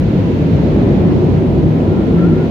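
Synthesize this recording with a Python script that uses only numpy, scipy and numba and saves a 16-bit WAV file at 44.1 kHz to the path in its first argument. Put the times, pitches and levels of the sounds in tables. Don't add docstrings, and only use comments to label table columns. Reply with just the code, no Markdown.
import sys
import numpy as np
from scipy import signal
from scipy.fft import rfft, irfft
from scipy.io import wavfile
from scipy.ndimage import uniform_filter1d, minimum_filter1d
from numba import njit

SR = 44100
rng = np.random.default_rng(int(sys.argv[2]) if len(sys.argv) > 2 else 0)


def unload_wav(signal):
    wavfile.write(
        sys.argv[1],
        SR,
        np.round(np.clip(np.atleast_2d(signal).T, -1, 1) * 32767).astype(np.int16),
    )


N = 110250
ANTIPHASE = np.array([[1], [-1]])
AIR_FLICKER_DB = .5

# frequency in Hz, relative level in dB.
BODY_IN_PHASE = [(12, -55.5), (20, -39.5), (48, -9), (160, -0.5), (201, -2), (370, -5.5), (403, -12.5),
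                 (480, -12), (983, -30), (1190, -37.5), (1300, -36), (1690, -56), (2860, -120)]
BODY_ANTIPHASE = [(12, -43.5), (30, -27.5), (60, -18.5), (85, -19), (125, -10), (170, -6.5), (215, 0.5),
                  (265, -12), (370, -6), (497, -10), (743, -15), (1300, -24), (1690, -55), (2860, -120)]
# time in seconds, boom level in dB, roar level in dB. Only the swing about the mean counts.
BLAST_SWELLS = [(0, -10.5, -17.5), (.3, -18, -15.5), (.55, -9.5, -15), (.9, -14.5, -12.5),
                (1.25, -14.5, -13.5), (1.6, -13, -15), (1.95, -16.5, -13.5), (2.25, -14.5, -14.5),
                (2.5, -18, -16.5)]


def blast(body_db=-12.5, side_db=-13.5, boom_top_hz=172):
    mid = turbulence(colour(BODY_IN_PHASE), AIR_FLICKER_DB)
    side = turbulence(colour(BODY_ANTIPHASE), AIR_FLICKER_DB)
    air = undb(body_db) * (mid + undb(side_db) * side * ANTIPHASE) + cabin()
    boom, roar = split(air, boom_top_hz)
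    boom_db, roar_db = curve(BLAST_SWELLS, column=1), curve(BLAST_SWELLS, column=2)
    return boom * undb(boom_db - boom_db.mean()) + roar * undb(roar_db - roar_db.mean())


# frequency in Hz, width in Hz, level in dB, left over right in dB, antiphase power share 0-1.
CABIN_MODES = [(60, 10, -28, 1, .004), (93, 14, -25, 1, .01), (135, 30, -27, 1, .02),
               (215, 60, -25, -2, .8), (430, 22, -32, 1, .05), (960, 60, -46, 1, .3)]


def cabin(drift=.04, swell_db=2):
    out = 0
    for hz, width_hz, db, lean_db, side_share in CABIN_MODES:
        centre_hz = hz * (1 + drift * walk(4))
        swell = undb(swell_db * walk(5))
        mid, side = ring(centre_hz, width_hz), ring(centre_hz, width_hz)
        pair = np.sqrt(1 - side_share) * mid + np.sqrt(side_share) * side * ANTIPHASE
        out = out + undb(db) * swell * pair * lean_left(lean_db)
    return out


# time in seconds, pitch in Hz, level in dB.
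DRONE_TRACK = [(0, 166.6, -17), (.1, 161.2, -24), (.22, 172.4, -16), (.4, 166.3, -23.5),
               (.64, 166.3, -16.5), (.85, 153.9, -28.5), (1.12, 170, -18), (1.22, 161.4, -32),
               (1.38, 158.3, -23), (1.5, 160, -34.5), (1.7, 164.6, -21), (1.9, 151.8, -17),
               (2.05, 165.2, -33.5), (2.18, 168, -13.5), (2.26, 159.7, -16.5), (2.34, 150, -16),
               (2.42, 161.1, -21.5), (2.5, 158, -16.5)]


def drone(waver_db=2):
    note = tone(curve(DRONE_TRACK, column=1), waver_hz=6, rate_hz=18)
    level_db = curve(DRONE_TRACK, column=2) + waver_db * walk(18)
    return note * undb(level_db) * lean_left(db=1)


# time in seconds, pitch in Hz, level in dB.
GUST_TRACK = [(0, 298, -45.5), (.3, 300, -31.5), (.45, 279.3, -24.5), (.75, 341.6, -25.5),
              (.95, 318.5, -32.5), (1.08, 370, -22), (1.16, 338.5, -29), (1.215, 345.3, -10.5),
              (1.27, 310, -27), (1.44, 363.2, -20.5), (1.5, 400, -32.5), (1.56, 383.7, -20),
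              (1.64, 329.5, -17.5), (1.7, 381.8, -25.5), (1.75, 349.2, -35.5), (1.85, 377, -23),
              (1.9, 341.4, -29), (1.97, 308.5, -25.5), (2.1, 380, -26), (2.2, 302, -21.5),
              (2.32, 323.3, -19), (2.41, 370.8, -20), (2.5, 320, -34)]


def gusts(tone_db=3):
    hz = curve(GUST_TRACK, column=1)
    surge = ring(hz, width_hz=110) + undb(tone_db) * tone(hz, waver_hz=19.4, rate_hz=30)
    return level(surge, 0) * undb(curve(GUST_TRACK, column=2))


# frequency in Hz, relative level in dB.
RUSH_SPECTRUM = [(600, -33), (900, -17.5), (1200, -16), (1500, -10.5), (1910, -11.5), (2500, -13),
                 (3190, -16.5), (4200, -20.5), (5200, -28), (6800, -32), (7400, -39), (8200, -58)]
# time in seconds, low band gain in dB, high band gain in dB.
RUSH_GAINS = [(0, -38.5, -37.5), (.12, -37.5, -37.5), (.6, -36.5, -36.5), (1.1, -36.5, -38),
              (1.15, -39, -37), (1.37, -38, -37.5), (1.42, -39.5, -39.5), (1.7, -39, -39),
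              (1.76, -39, -39.5), (1.9, -39.5, -38.5), (2., -39, -38.5), (2.14, -39, -39),
              (2.5, -38.5, -38)]


def rush(crossover_hz=3400):
    hiss = np.array([turbulence(colour(RUSH_SPECTRUM), AIR_FLICKER_DB) for _ in range(2)])
    low, high = split(hiss, crossover_hz)
    return low * undb(curve(RUSH_GAINS, column=1)) + high * undb(curve(RUSH_GAINS, column=2))


# time in seconds, pitch in Hz, level in dB.
WHISTLE_TRACK = [(1.55, 1380, -56), (1.85, 1370, -50), (1.9, 1378, -41.5), (1.98, 1380, -42),
                 (2.07, 1390, -43), (2.14, 1380, -46), (2.185, 1372, -34.5), (2.25, 1374, -36.5),
                 (2.29, 1380, -42), (2.34, 1365, -37), (2.385, 1390, -39.5), (2.42, 1398, -36.5),
                 (2.47, 1385, -44), (2.5, 1370, -48)]


def whistle(flutter_db=3, breath_hz=1700., breath_db=-1):
    hz = curve(WHISTLE_TRACK, column=1)
    note = tone(hz, waver_hz=32, rate_hz=80) * undb(flutter_db * walk(40))
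    ears = []
    for _ in range(2):
        rasp = ring(hz, width_hz=130)
        breath = ring(np.full(N, breath_hz), width_hz=800)
        ears.append(note + rasp + undb(breath_db) * breath)
    return level(np.array(ears), 0) * lean_left(db=5) * undb(curve(WHISTLE_TRACK, column=2))


def microphone_hiss(level_db=-60, common_share=.12):
    treble = colour([(4400, -2), (9500, -2), (13000, -1), (17000, -1)])
    left, right, common = (turbulence(treble, flicker_db=0) for _ in range(3))
    hiss = np.sqrt(1 - common_share) * np.array([left, right]) + np.sqrt(common_share) * common
    return hiss * undb(level_db) * lean_left(db=2)


def undb(db):
    return 10 ** (np.asarray(db) / 20)


def level(x, db):
    return x * undb(db) / np.sqrt(np.mean(x ** 2))


def lean_left(db):
    return undb(ANTIPHASE * db / 2)


def curve(table, column):
    rows = np.array(table, float)
    return np.interp(np.arange(N) / SR, rows[:, 0], rows[:, column])


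def bin_hz():
    return np.maximum(np.arange(N // 2 + 1) * SR / N, 1)


def colour(points):
    hz, db = np.array(points, float).T
    return undb(np.interp(np.log(bin_hz()), np.log(hz), db, left=-150, right=-150))


def through(x, gain):
    mirrored = np.concatenate([x, x[:, ::-1]], axis=1)
    fine_gain = np.repeat(gain, 2, axis=-1)[..., :N + 1]
    return irfft(rfft(mirrored) * fine_gain, 2 * N)[:, :N]


def split(x, hz):
    low = through(x, 1 / (1 + (bin_hz() / hz) ** 8))
    return low, x - low


def walk(rate_hz):
    hold = int(SR / rate_hz)
    steps = np.repeat(rng.standard_normal(N // hold + 1), hold)
    return 1.3 * uniform_filter1d(uniform_filter1d(steps, hold), hold)[:N]


def turbulence(gain, flicker_db):
    spectrum = rfft(rng.standard_normal(N)) * gain
    half_octaves = 2 * np.log2(bin_hz())
    out = 0
    for band in range(8, 29):
        window = np.cos(np.pi / 2 * np.clip(half_octaves - band, -1, 1)) ** 2
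        out = out + irfft(spectrum * window, N) * undb(flicker_db * walk(9))
    return level(out, 0)


def tone(hz, waver_hz, rate_hz):
    return np.sqrt(2) * np.sin(2 * np.pi * np.cumsum(hz + waver_hz * walk(rate_hz)) / SR)


def ring(hz, width_hz):
    once = bandpass(rng.standard_normal(N), hz, float(width_hz))
    return level(bandpass(once, hz, float(width_hz)), 0)


@njit
def bandpass(x, hz, width_hz):
    out, band_state, low_state = np.empty(len(x)), 0., 0.
    for i in range(len(x)):
        g, damping = np.tan(np.pi * hz[i] / SR), width_hz / hz[i]
        band = (band_state + g * (x[i] - low_state)) / (1 + g * (g + damping))
        band_state = 2 * band - band_state
        low_state += 2 * g * band
        out[i] = damping * band
    return out


@njit
def follow(x, attack_s, release_s):
    envelope, out = x[0], np.empty(len(x))
    for i in range(len(x)):
        envelope += (x[i] - envelope) / (SR * (attack_s if x[i] > envelope else release_s))
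        out[i] = envelope
    return out


def compress(x, threshold_db, ratio):
    envelope = follow(np.abs(x).max(axis=0), attack_s=.0031, release_s=.047)
    return x * np.minimum(undb(threshold_db) / (envelope + 1e-9), 1) ** (1 - 1 / ratio)


def limit(x, ceiling_db, lookahead_s):
    look = int(lookahead_s * SR)
    allowed = np.minimum(undb(ceiling_db) / (np.abs(x).max(axis=0) + 1e-9), 1)
    held = minimum_filter1d(allowed, 2 * look + 1)
    return x * uniform_filter1d(uniform_filter1d(held, look), look)


# frequency in Hz, left over right in dB.
EAR_BALANCE = [(60, -0.5), (160, 1.5), (250, -2), (410, 2), (660, 0.5), (1060, 1), (1720, -3), (2770, -2.5),
               (4480, 1)]


def scene():
    air = blast() + drone() + gusts() + rush() + whistle()
    hz, db = np.array(EAR_BALANCE, float).T
    balance_db = np.interp(np.log(bin_hz()), np.log(hz), db)
    return through(air, lean_left(balance_db))


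def record(dry):
    x = compress(dry + microphone_hiss(), threshold_db=-3.5, ratio=1.4)
    x = limit(x, ceiling_db=-.4, lookahead_s=.004)
    cutoff_hz = 15720
    return signal.sosfilt(signal.ellip(12, .2, 80, cutoff_hz, fs=SR, output="sos"), x)


dry = scene()
out = record(dry)
unload_wav(out)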